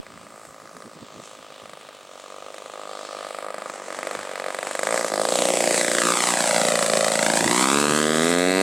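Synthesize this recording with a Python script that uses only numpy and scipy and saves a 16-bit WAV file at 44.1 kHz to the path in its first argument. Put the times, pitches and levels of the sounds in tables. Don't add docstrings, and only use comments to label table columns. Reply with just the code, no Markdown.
import sys
import numpy as np
from scipy import signal
from scipy.fft import rfft, irfft, next_fast_len
from scipy.io import wavfile
from scipy.ndimage import uniform_filter1d

SR = 44100
rng = np.random.default_rng(int(sys.argv[2]) if len(sys.argv) > 2 else 0)


def dump(signal):
    limited = np.clip(np.atleast_2d(signal).T, -1, 1)
    pcm = np.round(limited * 32767).astype(np.int16)
    wavfile.write(sys.argv[1], SR, pcm)


N = 380141
TIME = np.arange(N) / SR

# f/Hz, relative level/dB
FIELD_COLOUR = [(25, -31), (60, -42), (110, -8), (200, -4), (400, -0.5), (1000, 3), (1800, -2.5),
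                (3000, -7.5), (6000, -12), (12000, -26), (16000, -18)]
BUFFET_COLOUR = [(25, -61), (70, -28), (130, -8.5), (210, -4), (330, -8), (500, -10.5), (900, -42),
                 (2500, -67)]
PROPELLER_COLOUR = [(100, -45), (200, -9), (330, -3), (550, 2), (1000, .5), (2000, -4), (3000, -7.5),
                    (4500, -8.5), (5800, -7), (6900, -4), (7900, 1.5), (9000, -3.5), (11000, -13),
                    (13000, -26), (16000, -30)]
GAS_COLOUR = [(700, -40), (1500, -4), (2200, -1), (3050, -9), (4000, 3), (4900, 1.5), (5800, -6),
              (7900, 8.5), (10000, -3), (13000, -12), (16000, -31)]
# t/s, buffet/dB, rumble/dB, bell half-width/s
EDDIES = [(0.163, -51.5, -64, 0.06), (0.492, -54, -63, 0.021), (0.635, -52, -72, .015),
          (0.766, -48, -70, 0.017), (0.864, -41.5, -72, 0.015), (0.972, -49, -77, 0.021),
          (1.031, -36.5, -70, 0.0096), (1.18, -45, -70, 0.029), (1.632, -49, -62, 0.0075),
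          (4.19, -45, -58, 0.027), (7.46, -18, -45, 0.041), (7.905, -4.5, -65.5, 0.013)]
# f/Hz, level/dB
LEFT_TILT = [(30, 0), (70, -2), (150, -2.9), (260, -2.9), (380, -1.6), (520, -.1), (1500, -.3), (4000, .2),
             (16000, 0)]
# f/Hz, phase/rad
LEFT_LEAD = [(0, 0), (15700, 0.095)]
# t/s, effective height/m (sets its delay and sweeping comb), nominal reflected share
GROUND_BOUNCE = [(0, 1.3, .5), (.5, 1.55, .6), (.9, 1.95, 0.5), (1.2, 2.7, 0.25), (2.6, 2.05, 0.46),
                 (3.5, 0.63, 0.068), (4.4, 0.25, 0.5), (4.9, 0.37, 0.45), (5.45, 0.74, 0.6),
                 (5.75, .9, 0.6), (5.9, .99, .65), (6.17, 1.31, 0.8), (6.5, 1.64, 0.75),
                 (6.88, 1.685, 0.75), (7.2, 1.66, .75), (7.45, 1.5, 0.75), (7.7, 1.37, .62),
                 (8.05, 1.29, 0.62), (8.62, 1.36, 0.55)]
# t/s, 2.4-5 kHz gain/dB, 5-7.2 kHz gain/dB, gain above 7.2 kHz/dB
TREBLE_RIDES = [(0, 14, -19, -3), (.2, 13, -5, 0), (.45, 7, -2, 4.5), (.8, -7, 7, 1), (1.05, 10, 2, -9),
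                (1.25, 10.5, 9, 0), (1.5, 6.5, -6, -9), (1.7, 7, -8, -3), (1.85, 8, -10, -8),
                (2.1, 7.5, 3.5, -3), (2.8, 1.5, -5.5, -10), (3.1, 8, 2.5, -8.5), (3.33, 5.5, -13, -4),
                (3.48, -5, -38, -10), (3.7, -2, -2.5, -10.5), (4.4, 2, -4, -9.5), (5.2, 3, 2.5, 1.5)]
# angle off the nose/deg, boom/dB, bark/dB, cowl/dB, propeller hiss/dB
DIRECTIVITY = [(5.96, -10, -8, -2.5, -9), (8.6, -21.5, -10.5, -3, -1), (12.1, -12.5, -7.5, -8.5, 3),
               (12.4, -14, -3, -9.5, 6), (18.3, -13, -1.5, -12, 2), (24.3, -8.5, -5.5, -16.5, -1),
               (37.2, -8, -3.5, -12, 2.5), (54.5, -5, -4.5, -17, 4.5), (82.5, -0.5, -3.5, -52, -0.5),
               (128, -1, -2.5, -24.5, 3.5), (154.6, 0.5, -1.5, -10, 2.5), (161, -2, -0.5, -13, -14)]
# t/s, f/Hz
SHAFT_SPEED = [(0.0, 54.64), (0.3, 54.51), (0.6, 53.6), (0.85, 54.65), (1.05, 52.18), (1.3, 52.7),
               (1.84, 51.7), (2.12, 46.92), (2.63, 51.73), (2.85, 51.18), (3.32, 50.33), (3.64, 51.95),
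               (3.9, 46.51), (4.16, 50.84), (4.34, 46.64), (4.82, 49.83), (4.97, 59.77), (5.16, 50.72),
               (5.38, 61.77), (5.62, 57.95), (5.8, 58.09), (6.02, 58.29), (6.3, 60.49), (6.5, 56.81),
               (6.7, 57.34), (6.95, 54.36), (7.28, 55.07), (7.5, 57.84), (7.77, 72.16), (7.92, 74.6),
               (8.17, 78.66), (8.3, 85.46), (8.62, 96.23)]
# start t/s, count, strength against a full firing/dB
MISFIRE_RUNS = [(.011, 3, -24), (.157, 2, -18), (.249, 2, -18), (.47, 1, -27), (.525, 1, -13),
                (.637, 1, -18), (.785, 1, -24), (.84, 4, -1), (1.256, 2, -10), (1.37, 2, -15),
                (1.484, 1, -15), (1.541, 1, -14), (1.677, 4, -18), (1.869, 2, -9), (2.219, 1, -24),
                (2.281, 1, -11), (2.405, 2, -17), (2.523, 6, -23), (2.913, 1, -3), (3.032, 1, -5),
                (3.07, 1, -27), (3.288, 4, -22), (3.525, 6, -35), (3.969, 7, -29), (4.336, 3, -8),
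                (4.527, 9, -27), (4.96, 4, -6), (5.235, 8, -19), (5.523, 15, -38), (6.156, 4, -17),
                (6.324, 1, -8), (6.357, 3, -22), (6.458, 3, -34), (6.6, 12, -18.5), (7.029, 12, -21),
                (7.46, 2, -7)]
# t/s, bark trim/dB, level trim/dB
POP_ACCENTS = [(.067, 4, 0.5), (.176, 3, 1), (.452, 9.5, 3), (.62, 5, 0), (.768, 11, 3.5), (.823, 9, 3.5),
               (1.2, 6, 4.5), (1.522, 6, 1), (1.657, 7, 1.5), (1.695, 5, 1.5), (1.733, 6, 3),
               (1.888, 1, 4.5), (2.198, 7, 0.5), (2.302, 0, 1), (2.543, 9.5, -3), (2.582, 8.5, -2),
               (3.658, -7, 5.5), (3.697, 0, 6), (4.111, -0.5, -1.5), (4.151, -1, 3.5), (5.011, -0.5, 0),
               (5.047, -6, 6), (5.122, -1.5, 7.5), (5.141, 3.5, 5), (6.407, -2.5, 2.5), (6.565, 3, 1.5),
               (7.228, -1.5, 1.5), (7.263, 1, 1.5)]
# f/Hz, width/Hz, relative level/dB
CASING_MODES = [(3647, 90, -9), (4960, 140, -9), (6450, 140, -8), (7380, 150, -3), (7935, 150, 0),
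                (8550, 220, -3)]
# f/Hz, width/Hz, relative level/dB
COWL_MODES = [(1205, 135, 0)]
FLANK_MODES = [(858, 46, 1), (935, 43, 2)]
# f/Hz, width/Hz, relative level/dB
IDLE_BOOM_MODES = [(223, 42, -4), (320, 93, 2.5), (362, 41, 2.5)]
OPEN_BOOM_MODES = [(257, 103, 18.4), (423, 113, 20.1)]
RING_MODES = [(541.6, 103, 13.5), (620, 106, 12)]
BARK_MODES = [(1690, 144, -0.5), (1970, 245, 3), (2320, 380, -5)]
RASP_MODES = [(2590, 200, 11), (3230, 440, 10.5), (3860, 310, 9)]
TIN_MODES = [(3620, 330, -1), (4140, 310, 1.5), (4800, 100, -2)]

BREEZE_DB, BREEZE_ENDS_S, EDDY_DB = -60.5, 2.17, 5.5
PASSES_S, SPEED_M_S, NEAREST_M, MIC_HEIGHT_M = 6.88, 13.76, 9.01, 1.503
SHADOW_FROM_M, SHADOW_FULL_M, SHADOW_DB, SHADOW_HISS_DB = 49, 85.5, -14.5, -4
TOP_LIFT_DB_PER_M, TOP_LIFT_FROM_M = 0.03, 6.8
GROUND_LEAD_RAD = 0.19
HUB_M, HISS_MIRROR = .07, 0.54
IDLE_HZ, EXHAUST_DB, HISS_DB, RATTLE_DB = 58.3, -6.5, -18.5, -23.5
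EXHAUST_DB_PER_HZ, HISS_DB_PER_HZ, RATTLE_DB_PER_HZ = 0.9425, 0.9786, 0.66
EFFORT_HZ_PER_S, PULL_DB, COAST_DB = 23.4, 4.5, -4
FLANK_DB, RASP_DB, TIN_DB = -11, -9, -4
BOOM_SAG = 0.35
HEAT_SCATTER, MISFIRE_COOLING = 0.015, 0.013
LIMIT_DB, RELEASE_DB_PER_S, CEILING, TOP_HZ = -5, 8.5, .8, 15850


def amp(db):
    return 10 ** (np.asarray(db) / 20)


def curves(table, at):
    axis, *columns = np.transpose(table)
    return [np.interp(at, axis, column) for column in columns]


def on_log_axis(points, hz):
    f, values = np.transpose(points)
    return np.interp(np.log(hz + 1), np.log(f), values)


def noise(colour):
    size = next_fast_len(N)
    gain = amp(on_log_axis(colour, np.fft.rfftfreq(size, 1 / SR)))
    y = irfft(rfft(rng.standard_normal(size)) * gain, size)[:N]
    return y / y.std()


def drift(rate_hz):
    hold = int(SR / rate_hz)
    steps = np.repeat(rng.standard_normal(N // hold + 1), hold)
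    y = uniform_filter1d(uniform_filter1d(steps, hold), hold)[:N]
    return y / y.std()


def resonate(x, modes, band_hz, order=2):
    t = np.arange(2048) / SR
    ring = sum(amp(db) * np.sqrt(width) * np.exp(-np.pi * width * t) * np.cos(2 * np.pi * hz * t)
               for hz, width, db in modes)
    ring = signal.sosfilt(signal.butter(order, band_hz, "band", fs=SR, output="sos"), ring)
    return signal.oaconvolve(x, ring / np.linalg.norm(ring))[:N]


def clicks(times, sizes):
    at = np.clip(times * SR, 0, N - 2)
    i = at.astype(int)
    return np.bincount(i, sizes * (1 - at + i), N) + np.bincount(i + 1, sizes * (at - i), N)


def puffs(times, sizes, rise_s, fall_s):
    t = np.arange(2048) / SR
    shape = (1 - np.exp(-t / rise_s)) * np.exp(-t / fall_s)
    return signal.oaconvolve(clicks(times, sizes), shape / shape.max())[:N]


def gain_control(x):
    over_db = 20 * np.log10(abs(x).max(axis=0) + 1e-9) - LIMIT_DB
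    recovery = RELEASE_DB_PER_S * TIME
    cut_db = np.maximum(np.maximum.accumulate(over_db + recovery) - recovery, 0)
    return x * amp(-uniform_filter1d(cut_db, size=256))


def wind():
    swells = np.array([np.exp(-.5 * ((TIME - s) / width) ** 2) for s, _, _, width in EDDIES])
    _, buffet_db, thump_db, _ = np.transpose(EDDIES)
    fade = np.clip((BREEZE_ENDS_S - TIME) / 0.48, 0, 1)
    breeze = amp(BREEZE_DB + EDDY_DB * np.tanh(drift(30.8))) * fade
    ports = noise(BUFFET_COLOUR) + 0.24 * np.array([noise(BUFFET_COLOUR), noise(BUFFET_COLOUR)])
    field = noise(FIELD_COLOUR) + 0.21 * np.array([noise(FIELD_COLOUR), noise(FIELD_COLOUR)])
    rumble = np.array([noise([(25, -32), (70, 8), (130, 8), (400, -58)]) for _ in range(2)])
    rumble_db = np.interp(TIME, [3, 5.5, 7.3, 8.6], [-72, -76, -49, -61])
    buffet = (amp(buffet_db) @ swells + breeze) * ports
    return buffet + amp(-51) * field + (amp(rumble_db) + amp(thump_db) @ swells) * rumble


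def flight(t):
    ahead = SPEED_M_S * (PASSES_S - t)
    metres = np.hypot(ahead, NEAREST_M)
    shadow = np.clip((metres - SHADOW_FROM_M) / (SHADOW_FULL_M - SHADOW_FROM_M), 0, 1)
    return metres, np.degrees(np.arctan2(NEAREST_M, ahead)), shadow


def grass_scatter(x):
    t = np.arange(SR // 4) / SR
    tail = rng.standard_normal(len(t)) * np.exp(-t / 0.0049) * (t > .004)
    tail = signal.sosfilt(signal.butter(1, [500, 3500], "band", fs=SR, output="sos"), tail)
    return amp(-25) * signal.oaconvolve(x, tail / np.linalg.norm(tail))[:N]


def over_ground(x, lift_m, near_bounce=1):
    metres = flight(TIME)[0]
    effective_height_m, share = curves(GROUND_BOUNCE, TIME)
    delay_ms = 1000 * 2 * MIC_HEIGHT_M * (effective_height_m + lift_m) / metres / 343
    steep = np.clip(delay_ms / 0.4, 0, 1)
    dull_mix = np.clip(delay_ms / .6, 0, 1)
    dull = signal.sosfiltfilt(signal.butter(3, 5800, fs=SR, output="sos"), x)
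    dull = np.real(signal.hilbert(dull, next_fast_len(N))[:N] * np.exp(1j * GROUND_LEAD_RAD))
    delay_ms = delay_ms * (1 + .012 * drift(20))
    closeness = np.clip(2 - metres / 35, 0, 1)
    share = share * amp(steep * drift(10)) * (1 + (near_bounce - 1) * closeness)
    bounce = np.interp(TIME - delay_ms / 1000, TIME, dull_mix * dull + (1 - dull_mix) * x)
    combed = (x + share * bounce) / (1 + 0.086 * share * (1 - steep))
    return combed + grass_scatter(combed)


def top_lift(x):
    below = signal.sosfiltfilt(signal.butter(2, 9500, fs=SR, output="sos"), x)
    return below + (x - below) * amp(TOP_LIFT_DB_PER_M * (flight(TIME)[0] - TOP_LIFT_FROM_M))


def swish(x):
    far = np.clip((5.5 - TIME) / 3, 0, 1)
    out = 0
    for edge_hz, db in zip((2440, 5000, 7200, None), [0] + curves(TREBLE_RIDES, TIME)):
        band = signal.sosfiltfilt(signal.butter(5, edge_hz, fs=SR, output="sos"), x) if edge_hz else x
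        out = out + band * amp(db + .9 * far * drift(8))
        x = x - band
    return out


def shaft():
    turns = 5 / 12 + np.cumsum(curves(SHAFT_SPEED, TIME)[0]) / SR
    return turns, np.interp(np.arange(1, int(turns[-1]) + 1), turns, TIME)


def piston_rattle(times, scatter_db=2):
    knocks = np.concatenate([times, (times[1:] + times[:-1]) / 2]) + .001
    metres, _, shadow = flight(knocks)
    over_idle_hz = curves(SHAFT_SPEED, knocks)[0] - IDLE_HZ
    db = RATTLE_DB + RATTLE_DB_PER_HZ * over_idle_hz + SHADOW_HISS_DB * shadow
    out = 0
    for hz, width, mode_db in CASING_MODES:
        sizes = amp(db + mode_db + scatter_db * rng.standard_normal(len(knocks))) * NEAREST_M / metres
        out = out + resonate(clicks(knocks, sizes), [(hz, width, 0)], (2500, 11000))
    return out


def propeller(turns):
    metres, degrees, shadow = flight(TIME)
    revs_db = HISS_DB_PER_HZ * (curves(SHAFT_SPEED, TIME)[0] - IDLE_HZ)
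    hiss_db = HISS_DB + curves(DIRECTIVITY, degrees)[3] + revs_db + SHADOW_HISS_DB * shadow
    blades = 1 + 0.28 * np.cos(4 * np.pi * turns - 1.2) + 0.24 * np.cos(2 * np.pi * turns - .6)
    return amp(hiss_db + drift(45)) * NEAREST_M / metres * blades * noise(PROPELLER_COLOUR)


def misfires(times):
    db = np.zeros(len(times))
    for start, count, depth_db in MISFIRE_RUNS:
        first = np.argmin(abs(times - start))
        last = first + 2 * count
        db[first - 1:last] = 0
        db[first:last:2] = depth_db
    return db


def engine_drive(times, hz):
    effort = np.gradient(curves(SHAFT_SPEED, times + 0.022)[0], times) / EFFORT_HZ_PER_S
    effort_db = np.interp(effort, [-1, 0, 1], [COAST_DB, 0, PULL_DB])
    near_idle = np.clip((61 - hz) / 7, 0, 1)
    return EXHAUST_DB + EXHAUST_DB_PER_HZ * (hz - IDLE_HZ) + effort_db * near_idle


def heat_detune(x, times, shift):
    turn = np.interp(TIME, times, np.arange(len(times)))
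    k = turn.astype(int)
    ahead_s = (shift * np.gradient(times))[k] * np.sin(np.pi * (turn - k)) / np.pi
    return np.interp(TIME + ahead_s, TIME, x)


def gas_spit(times, db, metres):
    sizes = amp(db - np.interp(metres, [24, 40, 60], [0, 3.5, 1.5]))
    return puffs(times + 0.00018, sizes, rise_s=0.0021, fall_s=0.0024) * noise(GAS_COLOUR)


def misfire_hoot(times, size, burn_db, degrees):
    unburnt = size * np.clip((degrees - 15) / 25, 0, 1) * (1 - amp(burn_db))
    return resonate(clicks(times + 0.00075, -unburnt * amp(-2)), [(579, 89, 0)], (495, 770))


def exhaust(times):
    hz = curves(SHAFT_SPEED, times)[0]
    metres, degrees, shadow = flight(times)
    boom_db, bark_db, cowl_db, _ = curves(DIRECTIVITY, degrees)
    throttle = np.clip((hz - 57) / 16, 0, 1)
    side_on = np.clip((degrees - 24) / 32, 0, 1)
    pop_bark_db, pop_db = sum(np.outer(trims, np.arange(len(times)) == np.argmin(abs(times - s)))
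                              for s, *trims in POP_ACCENTS)
    level_db = engine_drive(times, hz) + 20 * np.log10(NEAREST_M / metres) + SHADOW_DB * shadow + pop_db
    time_dice, size_dice, boom_dice, crack_dice, gas_dice, heat_dice = rng.standard_normal((len(hz), 6)).T
    idling = 1 - throttle
    times = times + .00005 * idling * time_dice
    burn_db = misfires(times)
    size = amp(level_db + .7 * idling * size_dice) * np.sqrt(.005 * SR)

    def blow(db, rough, lag_s=0):
        kick = size * amp(db)
        wake = puffs(times + lag_s, kick * (1 - .55 * throttle), rise_s=.0003, fall_s=.0016)
        return clicks(times + lag_s, -kick) + rough * wake * rng.standard_normal(N)

    opened = np.interp(TIME, times, throttle)
    boom_db = boom_db + BOOM_SAG * np.maximum(burn_db, -20)
    idle = resonate(blow(boom_db - 1 + boom_dice, rough=.035), IDLE_BOOM_MODES, (155, 700), order=4)
    loaded = resonate(blow(boom_db + 2 - 4 * idling, rough=.054), OPEN_BOOM_MODES, (178, 1330))
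    boom = (1 - opened) * idle + opened * loaded
    ring = resonate(blow(-2 + 0.33 * burn_db - 2.5 * throttle, rough=.039), RING_MODES, (288, 1390))
    cowl = resonate(blow(cowl_db + .5 * burn_db, rough=.012, lag_s=.00037), COWL_MODES, (850, 1900))
    fresh = np.roll(burn_db < 0, 1) * (burn_db == 0)
    bite_db = bark_db - 7.5 + 4 * fresh + pop_bark_db + burn_db + 1.5 * throttle
    crack_db = bite_db + 2 * shadow + (idling + 3 * shadow) * crack_dice
    bark = resonate(blow(crack_db, rough=.02), BARK_MODES, (1350, 2400), order=3)
    tin_db = crack_db + TIN_DB - 8 * throttle - 2 * (1 - side_on)
    tin = resonate(blow(tin_db, rough=.036), TIN_MODES, (3260, 5660))
    rasp = opened * resonate(blow(RASP_DB + burn_db, rough=.01, lag_s=.0002), RASP_MODES, (2100, 4600))
    hoot = misfire_hoot(times, size, burn_db, degrees)
    honk_db = FLANK_DB + .5 * burn_db - 40 * (1 - side_on) + 2 * throttle
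    honk = resonate(blow(honk_db, rough=.04), FLANK_MODES, (720, 1400))
    gas = gas_spit(times, level_db + bite_db + 1.5 * gas_dice, metres)
    heat = HEAT_SCATTER * idling * heat_dice - MISFIRE_COOLING * (burn_db < 0)
    return heat_detune(boom + ring + cowl + honk + bark + tin + rasp + hoot, times, heat) + gas


def scene():
    turns, times = shaft()
    engine = over_ground(top_lift(exhaust(times)), lift_m=0)
    nose = swish(propeller(turns) + piston_rattle(times))
    nose = over_ground(top_lift(nose), lift_m=HUB_M, near_bounce=HISS_MIRROR)
    side = amp(-25.5) * propeller(turns)
    return engine + nose + np.array([side, -side]) + wind()


def record(dry):
    size = next_fast_len(N)
    hz = np.fft.rfftfreq(size, 1 / SR)
    left = amp(on_log_axis(LEFT_TILT, hz) / 2) * np.exp(1j * on_log_axis(LEFT_LEAD, hz) / 2)
    heard = irfft(rfft(dry, size) * np.array([left, 1 / left]), size)[:, :N]
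    rounded = CEILING * np.tanh(gain_control(heard) / CEILING)
    return signal.sosfilt(signal.ellip(10, .2, 80, TOP_HZ, fs=SR, output="sos"), rounded)


dry = scene()
out = record(dry)
dump(out)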